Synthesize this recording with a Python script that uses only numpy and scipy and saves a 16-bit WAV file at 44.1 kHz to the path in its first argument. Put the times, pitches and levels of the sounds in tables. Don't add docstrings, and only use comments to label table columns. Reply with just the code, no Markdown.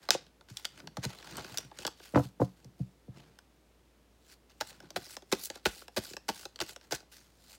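import sys
import numpy as np
from scipy import signal
from scipy.fft import rfft, irfft
from scipy.io import wavfile
from scipy.ndimage import uniform_filter1d

SR = 44100
rng = np.random.default_rng(int(sys.argv[2]) if len(sys.argv) > 2 else 0)


def wav_out(sig):
    wavfile.write(sys.argv[1], SR, np.round(np.clip(np.atleast_2d(sig).T, -1, 1) * 32767).astype(np.int16))


N = 334278
TAPS = 8192
TIME_S, AGE_S, BINS_HZ = np.arange(N) / SR, np.arange(TAPS) / SR, np.fft.rfftfreq(TAPS, 1 / SR)

# freq_hz, gain_db
AIR_SPECTRUM = [(25, -26), (50, -19.5), (85, -17.5), (280, -18.5), (450, -21), (1300, -31.5), (3600, -35.5),
                (16000, -46)]
# fastest_s, rise_s, fade_s, level_db, brightness_db_per_octave
SLIDES = [(.03, .025, 0.15, -58.5, -2), (.16, .05, 0.11, -59, -5.5), (.503, 0.018, 0.041, -54.5, 0),
          (.58, 0.062, 0.16, -55, 0.5), (.794, 0.075, 0.028, -54.5, -2.5), (.985, .015, 0.058, -59.5, -1.5),
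          (1.038, 0.011, 0.021, -35, -2), (1.11, 0.088, 0.16, -51.5, -2.5), (1.386, 0.3, .18, -47.5, -3),
          (1.385, 0.044, .06, -49, -6), (1.58, 0.36, 0.12, -51.5, -1), (1.815, 0.079, 0.1, -49, -2),
          (2.054, .12, .12, -55, 0.5), (2.156, .012, .06, -45, -5), (2.169, 0.045, .11, -51.5, 5.5),
          (2.243, .04, 0.042, -54, 1.5), (2.41, 0.0105, 0.1, -54.5, 1.5), (2.57, 0.018, 0.13, -68.5, 0),
          (2.79, .02, 0.24, -71.5, 1), (3.167, 0.046, 0.24, -60.5, -3.8), (4.335, .11, 0.019, -55.5, 1.5),
          (4.501, 0.011, 0.04, -62, -0.5), (4.7, 0.045, 0.12, -55.5, -2), (4.83, 0.11, 0.18, -63, -4.5),
          (5.118, .05, .045, -49, 3.5), (5.457, .055, 0.024, -38, 9.5), (5.569, 0.071, 0.029, -52.5, -2),
          (6.841, .03, 0.046, -59.5, -1.5), (6.948, 0.0226, 0.026, -41.5, 2),
          (7.124, 0.021, 0.16, -54.5, 2), (7.552, 0.23, 0.027, -56.5, 2)]
# freq_hz, gain_db
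FACE_SPECTRUM = [(70, -5.5), (220, -2.5), (700, -4.5), (1080, -5.5), (1500, -3.5), (3200, -1.5),
                 (4400, 0.5), (6000, -4.5), (7500, -4.5), (9500, -10), (15500, -14)]
# freq_hz, gain_db
EDGE_SPECTRUM = [(150, -15.5), (500, -8.5), (1000, -9), (1550, 3.5), (2100, -3.5), (2700, 0.5), (3200, 1),
                 (3700, 4), (5300, 0.5), (6600, -4.5), (7600, -7), (10000, -18), (15500, -21.5)]
# start_s, snap_db, brightness_db_per_octave, pop_db, pop_hz
CONTACTS = [(0.0886, -29.5, -0.5, -31, 760), (0.1062, -14.5, 2.5, -33, 798),
            (0.1478, -43, -6, -27.5, 528.7), (.266, -57.5, -3.5, -68, 700), (.4103, -55, -1, -60, 700),
            (0.4864, -55, -1, -73, 700), (0.5707, -33.5, 5, -68, 800), (.6467, -40.5, -2, -63, 700),
            (0.6521, -28, 1.5, -54, 760), (.802, -48.5, -3, -58, 450), (.873, -41, -1.5, -48, 680),
            (0.9697, -39, 4, -36.5, 800), (1.0506, -31.5, 1.2, -44, 770), (1.2269, -48, -4, -70, 600),
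            (1.3695, -39, 12, -58, 450), (1.386, -43, -8, -48, 420), (1.4463, -43.5, -7.5, -54, 400),
            (1.574, -29, 8, -57, 700), (1.5835, -28.5, 7.5, -45.5, 530), (1.7145, -55.5, -3, -48, 665),
            (1.7881, -39.5, 2, -45.5, 368.6), (1.8507, -29, -3.5, -37, 674), (1.8667, -29, 3.5, -42.5, 585),
            (1.876, -34, 3.5, -37, 750), (2.001, -54, -8, -56, 600), (2.147, -49, -6, -34, 1234),
            (2.6454, -54.5, 8, -62, 500), (3.388, -50.5, 3.5, -61, 710), (4.8314, -72, -4, -50.5, 360),
            (4.9048, -44, 4.5, -51, 600), (5.2224, -55, -1, -51.5, 660), (5.557, -44.5, 3.5, -46.5, 614),
            (5.8193, -49.5, -9, -56, 700), (6.1082, -56, -7, -47, 300), (6.1352, -42, 2, -45.5, 490),
            (6.5595, -43.5, 2.5, -59, 600), (6.59, -44, -1, -54, 600), (6.6029, -30, -1, -40.5, 666),
            (6.6929, -43, 1, -53.5, 550), (6.812, -55, -3, -67, 603)]
# frequency_ratio, gain_db
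POP_SPECTRUM = [(.08, -25.5), (.25, -8.5), (.55, -1.5), (1, 3.5), (1.6, -1), (2.8, -21), (6, -42),
                (20, -62)]
# center_hz, half_width_hz, gain_db
SCRAPE_MODES = [(1500, 900, -10), (2680, 280, -1.5), (3620, 280, -1.5), (5360, 2500, -0.5),
                (7110, 600, -9.5), (301.3, 82, -3.5)]
# time_s, level_db
SCRAPE_LEVEL = [(.107, -41.5), (.111, -33), (.124, -36), (.132, -36), (.141, -33), (.148, -38.5),
                (.16, -45.5)]
# hardest_s, rise_s, fade_s, level_db
DRAGS = [(.2, .08, 0.097, -55.5), (.83, 0.13, .2, -51.5), (1.38, 0.14, 0.25, -46), (2.55, 0.5, .35, -60),
         (3.17, 0.086, 0.15, -53), (4.83, .25, .25, -57)]
# freq_hz, gain_db
CLOTH_SPECTRUM = [(50, -26.5), (100, -4.5), (150, 4), (220, -6), (330, -3), (600, -23), (1500, -28.5),
                  (4000, -45)]
# start_s, level_db, corner_hz
KNOCKS = [(.502, -46, 198), (.973, -36.5, 340), (1.051, -33.5, 292), (1.509, -50, 285), (1.639, -51, 200),
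          (2.135, -32, 380), (2.155, -18.5, 756), (2.172, -22, 640), (2.193, -29.5, 626),
          (2.245, -41.5, 313), (2.397, -28, 480), (2.413, -23.5, 540), (2.646, -48, 160),
          (2.795, -30.5, 200), (3.079, -41.5, 282)]
# freq_hz, gain_db, t60_s
TABLE_MODES = [(89.9, -21.5, 0.056), (121.2, 3, 0.13), (186.3, -10.5, 0.2), (260, -14, 0.072),
               (286, -1.5, 0.072), (392, -12.5, 0.084), (489.4, 4, 0.072), (533.5, -3.5, .1),
               (612, -0.5, 0.053), (714, 1.5, 0.097), (770, -5, 0.099), (942, -13, .05), (1142, -7, 0.11),
               (1360, -3, 0.077)]
# freq_hz, gain_db
PUSH_SPECTRUM = [(40, -31.5), (75, -8), (120, 1.5), (230, -8), (290, 0), (410, -13.5), (520, -0.5),
                 (950, -12), (1600, -5), (3000, -17.5)]
# landing_s, rush_lead_s, rush_db, snap_db, brightness_db_per_octave,
# pop_db, pop_hz, draw_length_s, draw_db, lift_s, lift_db
STROKES = [(4.61, .006, -41, -29, 1, -33.5, 855, .01, -52.5, 4.803, -49.5),
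           (4.962, .002, -36.5, -31, -4.5, -31, 490, 0.11, -54.5, 5.1676, -38),
           (5.325, .0085, -33, -23.5, 2, -23.5, 675, 0.063, -50, 5.5009, -35),
           (5.6573, 0.0038, -29.5, -21, -2, -26, 750, 0.079, -53.5, 5.8815, -45),
           (5.9715, .008, -31.5, -30, -6, -28, 515, 0.075, -51.5, 6.1672, -36.5),
           (6.2892, .007, -35, -29.5, 0.5, -28.5, 694, .07, -52, 6.454, -37),
           (6.6133, .011, -37.5, -30, -1, -34.5, 478, 0.028, -52, 6.762, -43),
           (6.9224, .013, -38.5, -28, 1, -31, 505, 0.006, -68.5, 7.0043, -53)]
# freq_hz, gain_db
BRUSH_SPECTRUM = [(150, 5.5), (500, 5.5), (900, -1.5), (1700, -1), (2800, -3), (4500, -1), (7300, -7.5),
                  (9500, -11), (15500, -14)]
# center_hz, half_width_hz, boost_db
CARD_BANDS = [(362.2, 45, 2.5), (717.3, 17, 3.5), (850, 70, 3.5), (1460, 130, 3.5), (2170, 37, 0.5),
              (3650, 350, -1.5)]
# freq_hz, t60_s
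ROOM_DECAY = [(100, 0.32), (500, 0.18), (3000, 0.31), (8000, 0.22), (16000, 0.16)]

AIR_DB = -67.5
SWELL_DB = 20
CRACK_FROM_DB, CRACK_SHARPENING = -26.5, 0.6
CLAP_DB, CLAP_PITCH_RATIO, CLAP_HARD_HZ, CLAP_DELAY_S = -4.5, 1.25, 380, .0025
RUSH_OVERLAP_S = .011
REBOUND_S, REBOUND_DB, REBOUND_PITCH_RATIO, REBOUND_DB_PER_OCTAVE = 0.0082, -9, 0.71, -5
SETTLE_DB, SETTLE_S, SETTLE_FADE_S = -13, 0.013, .05
DRAW_DELAY_S, DRAW_RISE_S, DRAW_FADE_S, DRAW_DB_PER_OCTAVE = 0.072, .09, 0.053, 2.6
GRIP_DELAY_S, GRIP_DB, GRIP_HZ = .105, -57.5, 520
LIFT_DB_PER_OCTAVE, LIFT_POP_DB, LIFT_POP_HZ = 0.44, -5, 575
CUT_HZ = 16000


def amp(db):
    return 10 ** (np.asarray(db) / 20)


def unit(x):
    return x / np.sqrt(np.mean(x ** 2) + 1e-20)


def at_level(x, db, size):
    return amp(db) * x / np.sqrt(np.mean(x[:size] ** 2))


def read(points, hz):
    point_hz, value = np.transpose(points)
    return np.interp(np.log(hz + 1), np.log(point_hz), value)


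def octaves(hz):
    return np.log2(np.clip(hz, 700, 11000) / 3800)


def add(mix, start_s, sound):
    part = mix[max(round(start_s * SR), 0):][:len(sound)]
    part += sound[:len(part)]


def colour(x, gain_db):
    log_gain = np.log(amp(np.maximum(gain_db - gain_db.max(), -90)))
    mirrored = np.r_[log_gain, log_gain[-2:0:-1]]
    spectrum = np.exp(signal.hilbert(mirrored).conj())
    return signal.fftconvolve(x, np.fft.ifft(spectrum).real)[:len(x)]


def ripple(spacing_hz):
    knots_hz = np.arange(0, SR / 2 + spacing_hz, spacing_hz)
    return np.interp(BINS_HZ, knots_hz, rng.standard_normal(TAPS)[:len(knots_hz)])


def patches(z, bin_count, frame_count):
    blotches = uniform_filter1d(rng.standard_normal(z.shape), bin_count, axis=0)
    return unit(uniform_filter1d(blotches, frame_count, axis=1))


def blow(t60_s, scatter_db):
    x = rng.standard_normal(TAPS) * amp(-60 * AGE_S / t60_s)
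    x *= amp(scatter_db) / np.linalg.norm(x)
    x[0] += 1
    return x


def grains(size, per_s, spread_db, hiss):
    sizes_db = spread_db * np.minimum(rng.exponential(1, size), 4)
    catches = (rng.random(size) < per_s / SR) * amp(sizes_db)
    clicks = unit(catches * rng.choice([-1, 1], size))
    return unit(clicks + hiss * rng.standard_normal(size))


def swell(peak_s, rise_s, fade_s, level_db, hold_s=0):
    before = np.maximum(peak_s - TIME_S, 0) / rise_s
    after = np.maximum(TIME_S - peak_s - hold_s, 0) / fade_s
    return amp(level_db - SWELL_DB * np.minimum(before + after, 10)) ** 2


def background():
    hz = np.fft.rfftfreq(N, 1 / SR)
    z = rfft(rng.standard_normal(N)) * amp(read(AIR_SPECTRUM, hz))
    air = irfft(z, N) / np.std(irfft(z * (hz > 100), N))
    drift = unit(irfft(rfft(rng.standard_normal(N)) * np.exp(-(hz / 3) ** 2), N))
    hum = amp(-65.5) * np.sin(2 * np.pi * 57.8 * TIME_S + .25 * drift)
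    return amp(AIR_DB) * air + hum


def edge_ticks(per_s=28, tick_db=3):
    out = np.zeros(N)
    for when, softness, dullness in rng.random((round(per_s * N / SR), 3)):
        shape_db = read(EDGE_SPECTRUM, BINS_HZ) - 4 * dullness * octaves(BINS_HZ)
        shape_db += 3 * ripple(spacing_hz=387)
        tick = colour(blow(t60_s=0.0092, scatter_db=2.5), shape_db)
        add(out, when * N / SR, at_level(tick, tick_db - 12 * softness, size=176))
    return out


def slide(rubs, patch_db=2.0, bend_db=1.5):
    power = sum(p for p, _ in rubs)
    db_per_octave = sum(p * tilt for p, tilt in rubs) / power
    fibres = grains(N, per_s=2500, spread_db=3.1, hiss=.7)
    hz, t_s, z = signal.stft(fibres, SR, nperseg=256)
    uneven_db = patch_db * patches(z, bin_count=3, frame_count=5)
    uneven_db += bend_db * patches(z, bin_count=6, frame_count=22)
    tilt_db = np.outer(octaves(hz), np.interp(t_s, TIME_S, db_per_octave))
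    gain = amp(read(FACE_SPECTRUM, hz)[:, None] + tilt_db + uneven_db)
    gain /= np.sqrt(np.mean(gain ** 2, axis=0))
    rub = signal.istft(z * gain, SR, nperseg=256)[1][:N]
    grip_db = 3.2 * unit(uniform_filter1d(rng.standard_normal(N), size=200))
    return (unit(rub) * amp(grip_db) + edge_ticks()) * np.sqrt(power)


def snaps(edges, ripple_db=3.0, shiver_db=5.5):
    out = np.zeros(N)
    for start_s, level_db, db_per_octave in edges:
        shape_db = read(EDGE_SPECTRUM, BINS_HZ) + db_per_octave * octaves(BINS_HZ)
        shape_db += ripple_db * ripple(spacing_hz=335.5)
        scatter_db = shiver_db - CRACK_SHARPENING * max(level_db - CRACK_FROM_DB, 0)
        snap = colour(blow(t60_s=0.014, scatter_db=scatter_db), shape_db)
        add(out, start_s, at_level(snap, level_db, size=176))
    return out


def pats(pops, ripple_db=2.5):
    out = np.zeros(N)
    ratio, gain_db = np.transpose(POP_SPECTRUM)
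    for start_s, level_db, pop_hz in pops:
        band_db = np.interp(np.log((BINS_HZ + 1) / pop_hz), np.log(ratio), gain_db)
        band_db += ripple_db * ripple(spacing_hz=129.1)
        pop = colour(blow(t60_s=0.036, scatter_db=0.5), band_db)
        add(out, start_s, at_level(pop, level_db, size=352))
    return out


def scrape():
    gain = sum(amp(db) / (1 + ((BINS_HZ - hz) / width_hz) ** 2) for hz, width_hz, db in SCRAPE_MODES)
    song = colour(grains(N, per_s=1800, spread_db=1.5, hiss=0.44), 20 * np.log10(gain))
    level_db = np.interp(TIME_S, *np.transpose(SCRAPE_LEVEL), left=-120, right=-120)
    return unit(song) * amp(level_db)


def drag(lump_db=5.5):
    lumps = unit(uniform_filter1d(rng.standard_normal(N), size=1200))
    rumble = unit(colour(rng.standard_normal(N), read(CLOTH_SPECTRUM, BINS_HZ)))
    power = sum(swell(*row) for row in DRAGS)
    return rumble * np.sqrt(power) * amp(lump_db * lumps)


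def knocks(push_db=4, push_t60_s=0.022, steep_db=17):
    out = np.zeros(N)
    for start_s, level_db, corner_hz in KNOCKS:
        ring = np.zeros(TAPS)
        for hz, gain_db, t60_s in TABLE_MODES:
            mode = amp(gain_db - 60 * AGE_S / t60_s) * np.cos(2 * np.pi * hz * AGE_S)
            ring += mode * rng.choice([-1, 1])
        push = colour(blow(t60_s=push_t60_s, scatter_db=1.0), read(PUSH_SPECTRUM, BINS_HZ))
        thud = ring / np.linalg.norm(ring) + amp(push_db) * push / np.linalg.norm(push)
        soft_db = -steep_db * np.log10(1 + (BINS_HZ / corner_hz) ** 4)
        add(out, start_s, at_level(colour(thud, soft_db), level_db, size=970))
    return out


def rushes(brushes, release_s=0.0062):
    out = np.zeros(N)
    for start_s, length_s, level_db in brushes:
        shape = amp(-60 * np.maximum(AGE_S - length_s, 0) / release_s)
        clicks = grains(TAPS, per_s=2500, spread_db=-4.5, hiss=0.76)
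        burst = unit(colour(clicks, read(BRUSH_SPECTRUM, BINS_HZ)))
        add(out, start_s, amp(level_db) * shape * burst)
    return out


def gestures():
    edges = [(s, db, tilt) for s, db, tilt, _, _ in CONTACTS]
    pops = [(s, db, hz) for s, _, _, db, hz in CONTACTS]
    for s, db, corner_hz in KNOCKS:
        clap_db = db + CLAP_DB - 10 * np.log10(1 + (CLAP_HARD_HZ / corner_hz) ** 10)
        pops.append((s + CLAP_DELAY_S, clap_db, CLAP_PITCH_RATIO * corner_hz))
    rubs = [(swell(s, rise_s, fade_s, db), tilt) for s, rise_s, fade_s, db, tilt in SLIDES]
    brushes = []
    for s, lead_s, rush_db, snap_db, tilt, pop_db, pop_hz, draw_s, draw_db, lift_s, lift_db in STROKES:
        brushes.append((s - lead_s, lead_s + RUSH_OVERLAP_S, rush_db))
        edges += [(s, snap_db, tilt),
                  (s + REBOUND_S, snap_db + REBOUND_DB, tilt + REBOUND_DB_PER_OCTAVE),
                  (lift_s, lift_db, LIFT_DB_PER_OCTAVE)]
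        pops += [(s, pop_db, pop_hz),
                 (s + REBOUND_S, pop_db + REBOUND_DB, pop_hz * REBOUND_PITCH_RATIO),
                 (s + GRIP_DELAY_S, GRIP_DB, GRIP_HZ),
                 (lift_s, lift_db + LIFT_POP_DB, LIFT_POP_HZ)]
        settle = swell(s + SETTLE_S, SETTLE_S / 2, SETTLE_FADE_S, rush_db + SETTLE_DB)
        draw = swell(s + DRAW_DELAY_S, DRAW_RISE_S, DRAW_FADE_S, draw_db, draw_s)
        rubs += [(settle, 0), (draw, DRAW_DB_PER_OCTAVE)]
    return edges, pops, brushes, rubs


def room(x, far_db, near_db=-15, near_t60_s=0.046):
    t_s = np.arange(SR // 2) / SR
    near, far = rng.standard_normal((2, len(t_s))) * (rng.random((2, len(t_s))) < 3000 / SR)
    near = near * (t_s > .0015) * amp(-60 * t_s / near_t60_s)
    hz, age_s, z = signal.stft(far * (t_s > .008), SR, nperseg=256)
    decay = amp(-60 * age_s / read(ROOM_DECAY, hz)[:, None])
    far = signal.istft(z * decay, SR, nperseg=256)[1][:len(t_s)]
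    echo = amp(near_db) * near / np.linalg.norm(near) + amp(far_db) * far / np.linalg.norm(far)
    return x + signal.fftconvolve(x, echo)[:N]


def scene():
    edges, pops, brushes, rubs = gestures()
    cards = slide(rubs) + amp(-0.5) * snaps(edges) + amp(-3.0) * pats(pops)
    cards += amp(-1.5) * scrape() + amp(-0.5) * rushes(brushes)
    bands_db = sum(db / (1 + ((BINS_HZ - hz) / width_hz) ** 2) for hz, width_hz, db in CARD_BANDS)
    cards = colour(cards, bands_db)
    table = amp(-4.5) * drag() + amp(-1.0) * knocks()
    mix = background() + room(amp(4.5) * cards, far_db=-19.0) + room(table, far_db=-24.5)
    return mix[None]


def record(dry):
    hz = np.fft.rfftfreq(2 * N, 1 / SR)
    lag_s = .019 / (1 + (hz / 185) ** 1.5)
    phase = -2 * np.pi * np.cumsum(lag_s) * hz[1]
    late = irfft(rfft(dry, 2 * N) * np.exp(1j * phase), 2 * N)[:, :N]
    thin = signal.sosfilt(signal.butter(5, 51, "highpass", fs=SR, output="sos"), late)
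    band_limit = signal.firwin(511, CUT_HZ, window=("kaiser", 9), fs=SR)
    return signal.oaconvolve(thin, band_limit[None], "same")


dry = scene()
out = record(dry)
wav_out(out)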